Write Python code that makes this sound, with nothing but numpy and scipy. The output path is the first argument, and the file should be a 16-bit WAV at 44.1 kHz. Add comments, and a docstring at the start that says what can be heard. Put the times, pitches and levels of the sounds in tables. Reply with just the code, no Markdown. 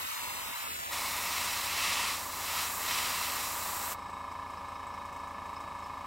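"""At first an airbrush spray, a piston compressor chugging nearby and the workshop all swirl, wide and phasey.
Just before one second the sound snaps to the centre, louder and brighter: shaped noise hisses at the nozzle,
and a lower noise rushes where the jet strikes a mesh-wrapped lure and its clamps, following the aim.
Just before four seconds the trigger is let go. A thin hiss lingers, and the compressor runs on alone:
harmonics of its shaft, noise puffed through the valves, buzzing fittings and loose metal over hum and room noise."""
import sys
import numpy as np
from scipy import signal
from scipy.fft import rfft, irfft
from scipy.io import wavfile
from scipy.ndimage import uniform_filter1d

SR = 44100
rng = np.random.default_rng(int(sys.argv[2]) if len(sys.argv) > 2 else 0)


def store_pcm(level_fs):
    """Save levels as 16-bit WAV."""
    pcm = np.round(np.clip(level_fs, -1, 1) * 32767).astype(np.int16)
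    wavfile.write(sys.argv[1], SR, np.atleast_2d(pcm).T)


N = 267246
T = np.arange(N) / SR  # s
FRAME_T, BIN_HZ = np.arange(N // 256 + 5) * 256 / SR, np.fft.rfftfreq(1024, 1 / SR)  # s, Hz
SNAP_S, RELEASE_S = .918, 3.931  # the sound snaps to the centre; the trigger is let go


def amp(db):
    """Decibels to gain."""
    return 10 ** (np.asarray(db) / 20)


def unit(x):
    """Scales to an rms of 1."""
    return x / np.sqrt(np.mean(x ** 2) + 1e-20)


def curve(rows, t):
    """Joins (t/s, value) rows by straight lines."""
    return np.interp(t, *np.transpose(rows))


def during(t, start, end, fade):
    """1 between start and end, with linear fades centred on both."""
    return np.clip(np.minimum(t - start, end - t) / fade + .5, 0, 1)


def shape(points):
    """Gain per bin of a spectrum given as (f/Hz, level/dB) points."""
    hz, db = np.transpose(points)
    return amp(np.interp(np.log(BIN_HZ + 1), np.log(hz), db))


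def noise(gain):
    """Noise of unit power, coloured by a gain per bin, or per frame and bin."""
    real, imaginary = rng.standard_normal((2, len(FRAME_T), len(BIN_HZ)))
    spectrum = (real + 1j * imaginary) * gain
    return unit(signal.istft(spectrum.T, nperseg=1024, noverlap=768)[1][:N])


def wander(hz):
    """Smooth random drift of unit rms, with a Gaussian roll-off that reaches 1/e at hz."""
    roll_off = np.exp(-(np.fft.rfftfreq(N, 1 / SR) / hz) ** 2)
    return unit(irfft(rfft(rng.standard_normal(N)) * roll_off, N))


STEP_FADE_S = .006  # length of the step in level at the snap


def centred():
    """Rises from 0 to 1 as the sound snaps to the centre."""
    return np.clip((T - SNAP_S) / STEP_FADE_S + .5, 0, 1)


# air through the nozzle, before its gain: t/s, level/dB
JET = [(0.94, -42.5), (1.26, -42), (2.13, -45), (2.32, -45.5), (2.56, -40.5), (3.05, -41), (3.13, -41.5),
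       (3.92, -41)]
# how squarely the jet strikes the work, as the rush before its gain: t/s, level/dB
AIM = [(0.94, -39.5), (1.26, -38.5), (1.4, -37.5), (1.67, -39.5), (1.82, -34.5), (2.09, -36), (2.27, -48.5),
       (2.59, -36), (2.75, -47), (2.85, -40.5), (2.91, -35), (3.09, -38), (3.4, -40.5), (3.49, -44.5),
       (3.83, -46), (3.92, -47)]
# spectrum of the nozzle's hiss: f/Hz, relative level/dB
NOZZLE = [(100, -19), (500, -8.5), (1000, 3), (2500, -10), (4500, -17.5), (6200, -9), (7600, -2),
          (9500, -9), (11200, -6.5), (12300, -5), (13400, -0.5), (14600, -8.5), (16000, -3.5)]
# spectrum of the rush on the work: f/Hz, relative level/dB
RUSH = [(60, -14.5), (200, -16.5), (420, -13.5), (700, -9.5), (1000, 2.5), (1350, 2.5), (1550, -9.5),
        (1850, 2.5), (2600, -0.5), (3300, -2), (4800, -3.5), (6300, -8), (9000, -22), (16000, -16)]
# spectrum of the rush's bright edge: f/Hz, relative level/dB
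EDGE = [(2000, -26.5), (4500, -2), (6200, -4.5), (7600, -4.5), (9000, -1), (11000, -6.5), (16000, -22)]
# the jet catches an edge of the mesh: t/s, length/s, extra level/dB of the rush
SPURTS = [(1.382, 0.0036, 4), (1.456, 0.0069, 2), (2.987, 0.0026, 5.5)]
HISS_GAIN_DB, RUSH_GAIN_DB = 4.5, 1.5
# the bright edge follows the aim late and less deeply: level at the best aim (dB), share, lag (s)
EDGE_DB, EDGE_FOLLOW, EDGE_LAG_S = -39, 0.8, 0.033
# the quieter spray before the snap: changes of level (dB), sag (dB/s), and where the rush loses its treble (Hz)
EARLY_JET_DB, EARLY_RUSH_DB, EARLY_EDGE_DB = -1.5, -3, -6.5
EARLY_SAG_DB_PER_S, EARLY_DULL_HZ = 2, 4470
SHUT_S = .009  # the valve shuts to 1/e in this time


def airbrush():
    """Nozzle hiss, plus the turbulent rush of the jet on the work, both cut off by the air valve."""
    colour, early = work_colour(), 1 - centred()
    dull = 1 / np.sqrt(1 + np.outer(FRAME_T < SNAP_S, (BIN_HZ / EARLY_DULL_HZ) ** 6))

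    hiss = noise(shape(NOZZLE)) * amp(curve(JET, T) + HISS_GAIN_DB + EARLY_JET_DB * early)
    rush_db = curve(AIM, T) + RUSH_GAIN_DB + EARLY_RUSH_DB * early
    rush = noise(shape(RUSH) * colour * dull) * amp(rush_db)
    late_aim_db = curve(AIM, T - EDGE_LAG_S)
    edge_db = EDGE_DB + EDGE_FOLLOW * (late_aim_db - late_aim_db.max()) + EARLY_EDGE_DB * early
    edge = noise(shape(EDGE) * colour) * amp(edge_db)

    flutter_db = 0.41 * wander(hz=45) + 0.37 * wander(hz=410)  # eddies and paint droplets
    for start, length, db in SPURTS:
        flutter_db += db * np.exp(-((T - start) / length) ** 2)
    spray = hiss * amp(0.64 * flutter_db) + (rush + edge) * amp(flutter_db)

    sag = amp(EARLY_SAG_DB_PER_S * (SNAP_S / 2 - T) * early)
    valve = np.exp(-np.maximum(T - RELEASE_S, 0) / SHUT_S)
    return sag * valve * bench(spray)


# ringing gaps between lure and clamps: f/Hz, half width/Hz at 1/e, level/dB at the peak
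GAP_MODES = [(2640, 123, 3), (3977, 150, 5), (4960, 160, 2.5), (5640, 170, 5), (7400, 510, 4.5)]
NOTCH_SPACING_HZ, CLOSE_ECHO = 1560, .33  # short echo close on the lure: notch spacing, gain
# a square hit roars around one pitch: centre, half width at 1/e, gain for each dB of aim
ROAR_HZ, ROAR_WIDTH_HZ, ROAR_PER_DB = 2800, 600, 0.33


def work_colour():
    """Gain per frame and bin: notches close on the lure, ringing gaps elsewhere, a roar that grows with the aim."""
    close, aim_db = close_on_lure(FRAME_T)[:, None], curve(AIM, FRAME_T)
    notches = abs(1 - CLOSE_ECHO * close * np.exp(-2j * np.pi * BIN_HZ / NOTCH_SPACING_HZ))
    ring_db = sum(db * np.exp(-((BIN_HZ - hz) / width) ** 2) for hz, width, db in GAP_MODES)
    roar_band = np.exp(-((BIN_HZ - ROAR_HZ) / ROAR_WIDTH_HZ) ** 2)
    roar_db = ROAR_PER_DB * np.outer(aim_db - aim_db.mean(), roar_band)
    return notches * amp((1 - close) * (ring_db + roar_db))


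def close_on_lure(t):
    """Rises to 1 while the jet plays close on the lure."""
    return during(t, start=1, end=1.3, fade=0.3)


def bench(x, echo_db=-15, count=14):
    """Early echoes from hand and bench, within 14 ms, put a fine ripple on the spray."""
    taps = np.zeros(round(.014 * SR))
    at = rng.integers(len(taps) // 10, len(taps), count)
    taps[at] = rng.choice([-1, 1], count) * amp(echo_db) / np.sqrt(count)
    taps[0] = 1  # direct sound
    return signal.oaconvolve(x, taps / np.linalg.norm(taps))[:N]


LINGER_DB, LINGER_HZ, LINGER_WIDTH_HZ = -70, 7950, 250  # level, centre, half width at half amplitude
LINGER_S, LINGER_FADE_S = .33, .1


def linger():
    """A thin, high band of noise that hangs on for a moment after the spray stops."""
    thin = noise(1 / (1 + ((BIN_HZ - LINGER_HZ) / LINGER_WIDTH_HZ) ** 2))
    return amp(LINGER_DB) * thin * during(T, RELEASE_S, RELEASE_S + LINGER_S, fade=LINGER_FADE_S)


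# compressor shaft: t/s, f/Hz (turns per second)
SPEED = [(0, 27.18), (2.3, 27.18), (2.6, 27.205), (4.2, 27.205), (4.87, 27.176), (5.5, 27.165)]


def shaft_turns():
    """Turns of the shaft so far: its speed summed over time, with a slight waver."""
    return np.cumsum(curve(SPEED, T)) / SR + .0005 * wander(hz=13)


# piston and valve knocks within one turn: share of the turn, relative level/dB
KNOCKS = [(.094, -7), (.2411, -15), (.3286, 0), (.4175, -8), (.5406, 0), (.8044, -13)]


def knock_spectrum(order):
    """What the knocks of one turn give to each multiple of the shaft speed."""
    return sum(amp(db) * np.exp(-2j * np.pi * order * at) for at, db in KNOCKS)


def each_turn(harmonics, turns, size=2048):
    """Plays the same stroke, given by its harmonics, once per turn of the shaft."""
    stroke = irfft(harmonics, size) * size / 2
    return np.interp(turns % 1 * size, np.arange(size + 1), np.append(stroke, stroke[0]))


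# tones of the compressor: multiple of the shaft speed, level/dB (peak, before the pump's gain)
ORDERS = [(1, -69), (2, -63.5), (3, -57.5), (7, -65.5), (8, -71.5), (10, -62.5), (19, -80), (21, -59),
          (22, -72.5), (24, -63), (26, -71.5), (28, -62), (30, -56.5), (31, -61), (32, -81), (33, -60),
          (34, -89), (35, -50.5), (36, -54.5), (37, -56.5), (38, -49.5), (39, -55), (41, -58), (42, -52.5),
          (43, -53), (44, -53), (45, -54.5), (46, -65), (47, -64), (48, -58.5)]
WEAK_ORDER_DB, PUMP_GAIN_DB = -76, 1.5  # level of the unlisted multiples; gain of all tones
BODY_HZ, BODY_WIDTH_HZ = 1030, 120  # main resonance that the knocks excite
SOFT_KNOCK_DB = -7  # change of the highest tone at the start


def pump(turns, count=48):
    """Knocks in a ringing body time the shaft's harmonics, which harden steadily while air is drawn off."""
    order, levels = np.arange(count + 1), dict(ORDERS)
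    body = 1 / (1 + 2j * (order * SPEED[0][1] - BODY_HZ) / BODY_WIDTH_HZ) ** 2
    level = amp([levels.get(k, WEAK_ORDER_DB) for k in order]) * (order > 0)
    hard = level * np.exp(1j * np.angle(knock_spectrum(order) * body))
    soft = hard * amp(SOFT_KNOCK_DB * order / count)
    softness = np.maximum(1 - T / RELEASE_S, 0)
    tones = softness * each_turn(soft, turns) + (1 - softness) * each_turn(hard, turns)
    return tones * amp(PUMP_GAIN_DB + .1 * wander(hz=25))


# ringing of the compressor's housing: f/Hz, width/Hz, relative level/dB
HOUSING = [(975, 108, -2.5), (1236, 49, -5), (1724, 34, -1.5), (2208, 69, -9), (2490, 56, -13.5),
           (2680, 45, -25.5), (2975, 66, -23), (3820, 114, -15.5), (5240, 230, -23), (7900, 400, -32)]
RING_DB, RING_WAVER = -57, 0.0028  # level; waver of the timing (turns, rms)


def housing_ring(turns, count=120):
    """The same knocks ring the upper modes of the housing, alike on every turn."""
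    order = np.arange(count)
    modes = sum(amp(db) / (1 + 2j * (order * SPEED[0][1] - hz) / width) for hz, width, db in HOUSING[2:])
    above_pump = order > ORDERS[-1][0]
    ring = knock_spectrum(order) * modes * above_pump
    return amp(RING_DB) * unit(each_turn(ring, turns + RING_WAVER * wander(hz=9.7)))


# air puffed through the valves: f/Hz, relative level/dB
PUFF = [(1200, 2.5), (1700, -3.5), (2600, -1), (3800, 1.5)]
CLATTER_DB, PUFF_SWELL = -51.5, 0.12  # level; swell within a turn (share)


def clatter(turns):
    """Each stroke swells a noise of air through the valves, coloured by the ringing housing."""
    puff = 1 + PUFF_SWELL * np.cos(2 * np.pi * (turns - .53))
    power = sum(amp(db) ** 2 / (1 + (2 * (BIN_HZ - hz) / width) ** 2) ** 1.58 for hz, width, db in HOUSING)
    return amp(CLATTER_DB) * unit(noise(np.sqrt(power) * shape(PUFF)) * puff)


# buzz of the fittings: f/Hz, relative level/dB
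RATTLE = [(2500, -32), (4000, -15), (5200, -5), (6500, 0), (8200, 1.5), (10000, -10), (16000, -9.5)]
RATTLE_DB = -68.5


def rattle(turns, spread_db=3.0):
    """Fittings buzz after each stroke, by a chance amount, and die away until the next."""
    stroke, since = np.divmod(turns + .62, 1)
    size = amp(spread_db * np.clip(rng.standard_normal(int(stroke.max()) + 1), -2, 2))
    strokes = size[stroke.astype(int)] * np.exp(-since / 0.55)
    return amp(RATTLE_DB) * unit(noise(shape(RATTLE)) * strokes)


# a brief puff of thin hiss near 8 kHz, then chatter now and then: t/s, level/dB before the decay, f/Hz
CHATTER = [(4.128, -60, 8000), (4.313, -56, 5250), (4.571, -55, 5200), (4.683, -60, 8200),
           (4.752, -59, 5300), (4.868, -56, 7900), (4.937, -57, 5500), (5.563, -51, 5200),
           (5.841, -55, 5230)]
CHATTER_T60_S = .09  # time to fall by 60 dB


def chatter():
    """A puff of thin hiss, then gritty chatter of loose metal: narrow noise, fast attack, steady decay in dB."""
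    out = np.zeros(N)
    for start, db, hz in CHATTER:
        age = np.maximum(T - start, 0)
        burst = noise(1 / (1 + ((BIN_HZ - hz) / 220) ** 2))
        attack = 1 - np.exp(-age / 0.00064)
        out += burst * amp(db - 60 * age / CHATTER_T60_S) * attack
    return out


# steady hum in the workshop: f/Hz, level/dB (rms, before the background's step)
HUM = [(93.3, -64.5), (120, -79)]
# noise of the room: f/Hz, relative level/dB
ROOM = [(25, -23), (100, -4.5), (170, 2.5), (270, 2), (350, -2.5), (750, 2.5), (1100, 3.5), (1450, -7),
        (2500, -6.5), (3300, -11), (5400, -13), (6600, -20), (8300, -19), (10000, -23), (16000, -27)]
ROOM_DB = -52


def workshop():
    """Steady low sine hum over the shaped noise of the room."""
    hum = sum(amp(db) * np.sqrt(2) * np.sin(2 * np.pi * (hz * T + rng.random())) for hz, db in HUM)
    return hum + amp(ROOM_DB) * noise(shape(ROOM))


# gliding bands that turn hollow: from t/s, to t/s, f/Hz at mid-time, half width/Hz at 1/e, glide/(Hz per s)
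HOLLOW = [(0.046, 0.21, 486, 544, -2500), (0.42, 0.55, 4400, 447, -0.5), (0.521, 0.647, 201, 490, 0),
          (0.645, 0.75, 6460, 700, -6000), (0.667, 0.913, 1070, 357, 1200)]
HOLLOW_FADE_S = 0.041
SWIRL_RADIANS = 1.67  # bound on the main phase drift between left and right


def swirl(x):
    """Left and right drift apart in phase, band by band, until the whole sound snaps to the centre."""
    hz, t, z = signal.stft(x, SR, nperseg=1024, noverlap=768)
    drift = rng.standard_normal(z.shape)
    for _ in range(2):
        drift = uniform_filter1d(uniform_filter1d(drift, size=8, axis=0), size=24, axis=1)
    apart = SWIRL_RADIANS * np.tanh(2.8 * unit(drift)) + 0.12 * unit(drift)
    for start, end, centre, width, glide in HOLLOW:
        offset = (hz[:, None] - centre - glide * (t - (start + end) / 2)) / width
        share = np.exp(-np.square(np.square(offset))) * during(t, start, end, fade=HOLLOW_FADE_S)
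        apart = apart + share * (2.85 * np.sign(apart) - apart)  # nearly opposite in the two ears
    before_snap = np.clip((SNAP_S - t) / 0.029 + .5, 0, 1)
    turn = np.exp(.5j * apart * before_snap)
    return signal.istft(np.array([z * turn, z / turn]), SR, nperseg=1024, noverlap=768)[1][:, :N]


BACKGROUND_STEP_DB = 1.5  # compressor and room rise at the snap, from half below to half above their levels
SIDE_HISS_DB = -86.5


def scene():
    """Airbrush, compressor and room, with a very faint, separate noise in left and right."""
    turns = shaft_turns()
    compressor = pump(turns) + housing_ring(turns) + clatter(turns) + rattle(turns) + chatter()
    background = (compressor + workshop()) * amp(BACKGROUND_STEP_DB * (centred() - 0.5))
    mid = airbrush() + linger() + background
    return swirl(mid) + amp(SIDE_HISS_DB) * rng.standard_normal((2, N))


CUT_HZ = 15850


def record(dry):
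    """A steep low-pass filter that bounds the band."""
    low_pass = signal.firwin(801, CUT_HZ, window=("kaiser", 9), fs=SR)
    return signal.oaconvolve(dry, low_pass[None], "same")


dry = scene()
out = record(dry)
store_pcm(out)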